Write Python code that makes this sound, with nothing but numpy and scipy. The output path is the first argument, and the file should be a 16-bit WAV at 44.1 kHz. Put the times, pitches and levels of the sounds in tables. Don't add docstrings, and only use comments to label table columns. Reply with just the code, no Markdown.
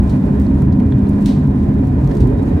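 import sys
import numpy as np
from scipy import signal
from scipy.fft import rfft, irfft
from scipy.io import wavfile

SR = 44100
rng = np.random.default_rng(int(sys.argv[2]) if len(sys.argv) > 2 else 0)


def store_wav(level_fs):
    pcm = np.round(np.clip(np.atleast_2d(level_fs), -1, 1) * 32767)
    wavfile.write(sys.argv[1], SR, pcm.T.astype(np.int16))


N = 114660
SIDES = np.array([[.5], [-.5]])


def amp(db):
    return 10 ** (np.asarray(db) / 20)


def evened(x):
    return x / np.sqrt(np.mean(x ** 2) + 1e-20)


def bins(size=N):
    return np.fft.rfftfreq(size, 1 / SR)


def read(points, hz):
    f, value = np.transpose(points)
    return np.interp(np.log(hz + 1), np.log(f + 1), value)


def curve(points, axis=1):
    rows = np.array(points)
    return np.interp(np.arange(N) / SR, rows[:, 0], rows[:, axis])


def lifts(modes, hz):
    return sum(db / (1 + (2 * (hz - f) / width) ** 2) for f, width, db in modes)


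def noise(db, same, size=N):
    shared, opposed = np.exp(2j * np.pi * rng.random((2, size // 2 + 1)))
    same = np.clip(same, -1, 1)
    mid = shared * np.sqrt(1 + same)
    side = opposed * np.sqrt(1 - same)
    return evened(irfft(np.array([mid + side, mid - side]) * amp(db), size))


def drift(rate_hz):
    hz = bins()
    lowpass = (hz > 0) / (1 + (hz / rate_hz) ** 4)
    return evened(irfft(rfft(rng.standard_normal(N)) * lowpass, N))


def add(mix, s, sound):
    start = round(s * SR)
    sound = sound[..., max(-start, 0):]
    part = mix[:, max(start, 0):][:, :sound.shape[-1]]
    part += sound[..., :part.shape[1]]


# frequency in Hz, relative density in dB per Hz.
RUMBLE_SPECTRUM = [(10, -36), (24, -21.5), (35, -27.5), (44, 0.5), (55, -4), (80, 0), (105, -0.5), (135, 0),
                   (165, -5.5), (220, -5.5), (262, -1), (295, -7.5), (322, -14.5), (400, -17.5),
                   (520, -34.5), (1000, -65.5), (3000, -100)]
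# frequency in Hz, width in Hz, lift in dB (negative for a dip).
CABIN_MODES = [(44.4, 12, 2.5), (70, 9.1, 8), (86, 1.6, -11), (130.3, 3.8, -1), (139, 1.2, 7.5),
               (156.5, 2.2, 6.5), (182.4, 0.53, 15.5), (248, 1.4, 3), (271.3, 8.4, 2.5), (294, 1.4, -0.5),
               (356.6, 6.1, 8)]
# frequency in Hz, correlation from -1 to 1.
RUMBLE_LIKENESS = [(25, 0.63), (50, 1), (100, 0.99), (250, 0.98)]
# frequency in Hz, left minus right in dB.
RUMBLE_BALANCE = [(50, -1.9), (110, 0.5), (200, 0), (300, -2.5), (380, -1.5), (450, -9.5)]


def rumble(level_db=-12):
    hz = bins()
    spectrum = read(RUMBLE_SPECTRUM, hz) + lifts(CABIN_MODES, hz)
    balance = SIDES * read(RUMBLE_BALANCE, hz)
    return noise(spectrum + balance, read(RUMBLE_LIKENESS, hz)) * amp(level_db)


# time of the crest in seconds, rms level at the crest in dB, pitch at the crest in Hz,
# length in seconds from the crest to 1/e^2 of its amplitude.
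SHELL_THROBS = [(.13, -21, 64.6, 0.05), (0.247, -17, 74, 0.025), (.412, -13, 74.9, .035),
                (.573, -17, 76.6, 0.048), (.728, -13.5, 73.9, 0.017), (.88, -15.5, 78.7, 0.043),
                (.963, -19.5, 131, 0.087), (1.032, -12.5, 73.8, 0.023), (1.136, -23, 133.8, 0.06),
                (1.343, -16, 71.2, 0.029), (1.4, -15, 142, 0.04), (1.479, -12.5, 135.7, 0.045),
                (1.491, -11.5, 68.5, .025), (1.636, -14.5, 82.7, 0.031), (1.943, -13.5, 76, 0.024),
                (2.047, -10.5, 137.7, 0.045), (2.216, -19, 65.2, 0.035), (2.234, -13.5, 132, 0.052),
                (2.395, -15.5, 84.8, 0.026), (2.554, -10, 85, 0.032)]


def throb(level_db, hz, length, sag=0.0581):
    t = np.arange(-SR // 4, SR // 4) / SR
    pitch = hz * (1 - sag * np.tanh(t / length))
    turns = np.cumsum(pitch) / SR + rng.random()
    swell = np.exp(-2 * (t / length) ** 2)
    return np.sqrt(2) * amp(level_db) * swell * np.sin(2 * np.pi * turns)


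HUM_HZ, HUM_WANDER_HZ = 203.4, 1.33
HUM_DB, HUM_FLUTTER_DB = -19.5, 2.25
# time in seconds, change from the base level in dB.
HUM_COURSE = [(0, 1), (.25, -2.5), (.42, 2), (.66, -3), (.79, 3), (.91, -5.5), (1.09, 5), (1.16, 2),
              (1.23, 5.5), (1.4, -0.5), (1.61, -1), (1.73, 3), (1.87, -6.5), (2.1, -11.5), (2.22, 1),
              (2.32, -17), (2.44, -4), (2.6, -25)]


def hum():
    turns = np.cumsum(HUM_HZ + HUM_WANDER_HZ * drift(rate_hz=7.6)) / SR
    level_db = HUM_DB + curve(HUM_COURSE) + HUM_FLUTTER_DB * drift(rate_hz=32)
    return np.sqrt(2) * np.sin(2 * np.pi * turns) * amp(level_db)


# frequency in Hz, relative density in dB per Hz.
ROLL_SPECTRUM = [(60, -15.5), (250, -16.5), (340, -1.5), (430, 1), (500, -6.5), (700, -7), (820, -10),
                 (1050, -10.5), (1110, -18.5), (1600, -18), (1950, -20), (2200, -27), (2800, -32),
                 (4000, -39), (7000, -58.5), (16000, -73)]
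# frequency in Hz, width in Hz, lift in dB.
PANEL_MODES = [(359, 2.8, 9), (410, 30, 7.5), (531, 80, 5), (567, 32, 3.5), (660, 11, 2), (690, 12, -0.5),
               (717, 9.7, -0.5), (738, 9.1, 9.5), (874, 20, 7), (942, 26, 6), (1002, 7.3, 0.5),
               (1026, 20, 4.5), (1207, 13, 8), (2424, 89, 7.5), (3720, 130, 1.5)]
# frequency in Hz, left minus right in dB.
ROLL_BALANCE = [(200, -1), (420, -9.5), (470, 1), (510, -2.5), (560, -9.5), (950, -4.5), (1030, -5),
                (1150, -4), (1220, -2), (1500, -3.5), (2500, -1.5), (4000, 1)]
# frequency in Hz, correlation from -1 to 1.
ROLL_LIKENESS = [(200, 0.27), (450, 1), (700, 0.85), (1000, 0.38), (2000, 0.14), (4000, 0.22)]
# frequency in Hz, lead of the left in radians.
ROLL_LEAD = [(200, .3), (400, 1.21), (600, 1.94), (1000, 1.2), (3000, 2)]


def rolling(level_db=-28, flutter_db=1.12):
    hz = bins()
    z = rfft(noise(read(ROLL_SPECTRUM, hz) + lifts(PANEL_MODES, hz), read(ROLL_LIKENESS, hz)))
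    z = z * amp(SIDES * read(ROLL_BALANCE, hz))
    z = z * np.exp(1j * SIDES * read(ROLL_LEAD, hz))
    return evened(irfft(z, N)) * amp(level_db + flutter_db * drift(rate_hz=22))


# frequency in Hz, width in Hz, change in dB (one is a slight lift).
CABIN_NULLS = [(205, 10, -15), (270.6, 4.3, -3.5), (318, 5.8, 2), (383.2, 15.3, -8), (490, 14, -3.5),
               (540, 3.8, -2.5), (895, 16, -6), (854, 9, -4.5)]
BAND_CENTRES = [75, 140, 260, 400, 800]
# time in seconds, then the change in dB of the bass, low middle, middle,
# upper middle and top.
BAND_COURSE = [(0, 7.5, -9, 2, -1, 0.5), (.2, -8, 3, 1.5, -2, 0), (.38, 1.5, -3.5, -1, 1.5, 2),
               (.5, -4, -7, 5, -3, 0), (.64, -5, 0, 0.5, -0.5, 0), (.85, -6.5, 2.5, 2, -1.5, -2),
               (1.03, -7.5, 0, -1, -1.5, -0.5), (1.27, -4.5, 0, 1, -1.5, 1), (1.48, -8, -4.5, 2, -5, -1),
               (1.65, -4, -0.5, 1.5, -0.5, 1.5), (1.85, -4.5, 0, 2, -1, -1.5),
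               (2.03, -3.5, 0.5, -1.5, 0.5, 1), (2.23, 2.5, 0.5, 0, 4, 0.5), (2.43, -2.5, -2, -1, 3.5, 0.5),
               (2.6, -9, 1, 2.5, 3, 3.5)]


def swelling(x):
    hz = bins()
    z = rfft(x) * amp(lifts(CABIN_NULLS, hz))
    out = 0
    for k, share in enumerate(np.eye(len(BAND_CENTRES))):
        crossfade = read(list(zip(BAND_CENTRES, share)), hz)
        band = irfft(z * crossfade, N)
        out = out + band * amp(curve(BAND_COURSE, axis=k + 1))
    return out


SCUFF_RISE_S, SCUFF_LIKENESS, SCUFF_TREBLE_DB_PER_S = 0.0044, 0.55, 49
SCUFF_LEAD_S, SCUFF_LEAD_DB = .03, -12
# time of the bite in seconds, level in dB, hold in seconds, 60 dB decay in seconds.
SCUFF_EVENTS = [(0.096, -44, 0.0037, 0.14), (1.26, -38, 0.03, 0.38), (2.206, -48, 0.011, 0.17)]
# frequency in Hz, relative density in dB per Hz.
SCUFF_SPECTRUM = [(600, -25), (1400, -13.5), (2100, -0.5), (3000, -1), (4000, 2), (5000, -4), (7000, -6.5),
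                  (9000, -7), (12000, -18), (16000, -20.5)]
# frequency in Hz, width in Hz, lift in dB.
SCUFF_MODES = [(3900, 60, 3), (3800, 260, 3.3), (3080, 200, 2.4), (4330, 230, 3.5), (4750, 140, 2.5),
               (5210, 70, 3.5), (5530, 100, 2.8), (5900, 170, 4), (8150, 120, 4)]


def scuff(level_db, hold, t60, grain_db=-0.5, split_hz=6000):
    t, hz = np.arange(SR) / SR - SCUFF_LEAD_S, bins(SR)
    rub = noise(read(SCUFF_SPECTRUM, hz) + lifts(SCUFF_MODES, hz), SCUFF_LIKENESS, size=SR)
    body = irfft(rfft(rub) / (1 + (hz / split_hz) ** 4), SR)
    treble = rub - body
    rub = body + treble * amp(-SCUFF_TREBLE_DB_PER_S * np.maximum(t, 0))
    touch = amp(SCUFF_LEAD_DB) * np.minimum(t / SCUFF_LEAD_S + 1, 1)
    bite = np.clip(t / SCUFF_RISE_S + 1, 0, 1)
    decay_db = -60 * np.maximum(t - hold, 0) / t60
    grain = grain_db * drift(rate_hz=620)[:SR]
    return rub * np.maximum(bite, touch) * amp(level_db + decay_db + grain)


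KNOCK_RISE_S, KNOCK_LIKENESS, KNOCK_CHATTER_DB = 0.0033, 0.62, 1.5
CONTACT_DB = 9
# start in seconds, rattle level before rise and decay in dB, centre in Hz,
# spread in octaves, 60 dB decay in seconds.
KNOCK_EVENTS = [(0.096, -49, 7140, 1.2, 0.044), (.463, -47, 4250, 0.21, 0.048),
                (0.618, -34.5, 1200, 0.28, 0.038), (0.721, -47.5, 4540, 0.41, 0.079),
                (0.799, -41.5, 2040, 0.51, .03), (0.92, -42, 3370, .13, 0.054),
                (.9205, -37, 1640, 0.28, .02), (1.067, -51, 4170, 0.33, .06),
                (1.09, -43.5, 9000, .6, 0.028), (1.129, -49.5, 3970, 0.27, 0.05),
                (1.205, -49, 6000, 1, 0.077), (1.257, -27, 3200, 1.1, 0.031), (2.01, -45, 4540, 1.1, 0.011),
                (2.042, -42.5, 5000, 0.55, 0.023), (2.073, -38.5, 4500, 1.1, .022),
                (2.093, -52.5, 4700, 0.4, .08), (2.11, -43, 4160, 0.55, 0.055),
                (2.109, -36.5, 1770, 0.11, 0.071), (2.149, -47, 5000, 1, 0.054), (2.167, -40, 4800, 1, .03),
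                (2.201, -42.5, 3200, 1.3, 0.06), (2.425, -50, 8000, 0.55, 0.067)]


def knock(level_db, centre_hz, spread, t60):
    size = SR // 2
    t, hz = np.arange(size) / SR, bins(size)
    octaves = np.log2((hz + 1) / centre_hz)
    colour = -20 * np.log10(1 + (octaves / spread) ** 2)
    envelope = np.minimum(t / KNOCK_RISE_S, 1) * amp(-60 * t / t60)
    chatter = evened(amp(KNOCK_CHATTER_DB * drift(rate_hz=600)[:size]))
    rattle = noise(colour, KNOCK_LIKENESS, size=size) * envelope * chatter
    contact = np.roll(irfft(amp(colour), size), round(KNOCK_RISE_S * SR))
    return amp(level_db) * (rattle + amp(CONTACT_DB) * contact / abs(contact).max())


TICK_DECAY_S, TICK_LOW_HZ = .00002, 3000
# start in seconds, peak before the high-pass in dB.
TICK_EVENTS = [(.037, -31), (0.3994, -23), (0.418, -25), (0.622, -25.5), (.803, -32), (1.044, -42),
               (1.223, -26), (1.4744, -29), (1.872, -28), (2.275, -25.5), (2.572, -34)]


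def tick(peak_db):
    t = np.arange(SR // 20) / SR
    highpass = signal.butter(1, TICK_LOW_HZ, "high", fs=SR)
    return amp(peak_db) * signal.lfilter(*highpass, np.exp(-t / TICK_DECAY_S))


WHINE_FLUTTER_DB, WHINE_BALANCE_DB, WHINE_LEAD_RAD = 4.5, -1.5, 0.99
# pitch in Hz, level in dB, rms wander in Hz.
GEAR_WHINES = [(567, -53.5, 2.9), (602.5, -49, 2.3), (931, -60.5, 2), (1034, -54, 2.8), (2397, -69, 12)]


def whine(hz, level_db, wander_hz):
    turns = np.cumsum(hz + wander_hz * drift(rate_hz=12.0)) / SR
    gain = amp(level_db + WHINE_BALANCE_DB * SIDES + WHINE_FLUTTER_DB * drift(rate_hz=10))
    return np.sqrt(2) * np.sin(2 * np.pi * turns + WHINE_LEAD_RAD * SIDES) * gain


SING_HZ, SING_WIDTH_HZ = 3810, 70
SING_DB, SING_FLUTTER_DB = -69.5, 3.5
# time in seconds, change from the base level in dB.
SING_COURSE = [(0, -1), (.6, -2.5), (.9, -6), (1.4, -0.5), (1.68, -0.5), (1.85, -5), (2.15, -5), (2.4, 3),
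               (2.6, -3)]


def singing():
    hz = bins()
    band = -20 * np.log10(1 + (2 * (hz - SING_HZ) / SING_WIDTH_HZ) ** 2)
    level_db = SING_DB + curve(SING_COURSE) + SING_FLUTTER_DB * drift(rate_hz=16)
    return noise(band, read(ROLL_LIKENESS, hz)) * amp(level_db)


# frequency in Hz, relative density in dB per Hz.
HISS_SPECTRUM = [(500, -15), (2500, 3.5), (4500, 0.5), (6500, -3), (9500, -4.5), (13000, -12), (16000, -9)]
# time in seconds, change from the base level in dB.
HISS_COURSE = [(0, -2.5), (.14, 4), (.2, 0.5), (.47, 0.5), (.54, -2.5), (.6, 1.5), (.67, -5), (1, -1),
               (1.1, 1), (1.42, -0.5), (1.52, -4.5), (1.6, 0.5), (1.72, -0.5), (1.77, -3), (1.85, 0.5),
               (1.92, -2.5), (1.97, -1.5), (2.03, -1.5), (2.2, 5), (2.33, -1), (2.45, 2.5), (2.6, -0.5)]
# frequency in Hz, correlation from -1 to 1.
HISS_LIKENESS = [(3000, .1), (6000, 0.13), (9000, 0.37), (15000, .55)]


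def hiss(base_db=-55.5, flutter_db=1.47):
    hz = bins()
    level_db = base_db + curve(HISS_COURSE) + flutter_db * drift(rate_hz=39)
    return noise(read(HISS_SPECTRUM, hz), read(HISS_LIKENESS, hz)) * amp(level_db)


def scene():
    out = swelling(rumble() + rolling()) + hum()
    out = out + sum(whine(*row) for row in GEAR_WHINES) + singing() + hiss()
    for crest_s, *row in SHELL_THROBS:
        lump = throb(*row)
        add(out, crest_s - len(lump) / SR / 2, lump)
    for s, *row in SCUFF_EVENTS:
        add(out, s - SCUFF_LEAD_S, scuff(*row))
    for s, *row in KNOCK_EVENTS:
        add(out, s, knock(*row))
    for s, peak_db in TICK_EVENTS:
        add(out, s, tick(peak_db))
    return out


CEILING, KNEE = .95, .75
EDGE_HZ = 15850


def record(dry):
    room = max(CEILING - KNEE, .05)
    excess = np.maximum(abs(dry) - KNEE, 0)
    rounded = np.clip(dry, -KNEE, KNEE) + np.sign(dry) * room * np.tanh(excess / room)
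    lowpass = signal.firwin(511, EDGE_HZ, window=("kaiser", 9), fs=SR)
    return signal.oaconvolve(rounded, lowpass[None], "same")


dry = scene()
out = record(dry)
store_wav(out)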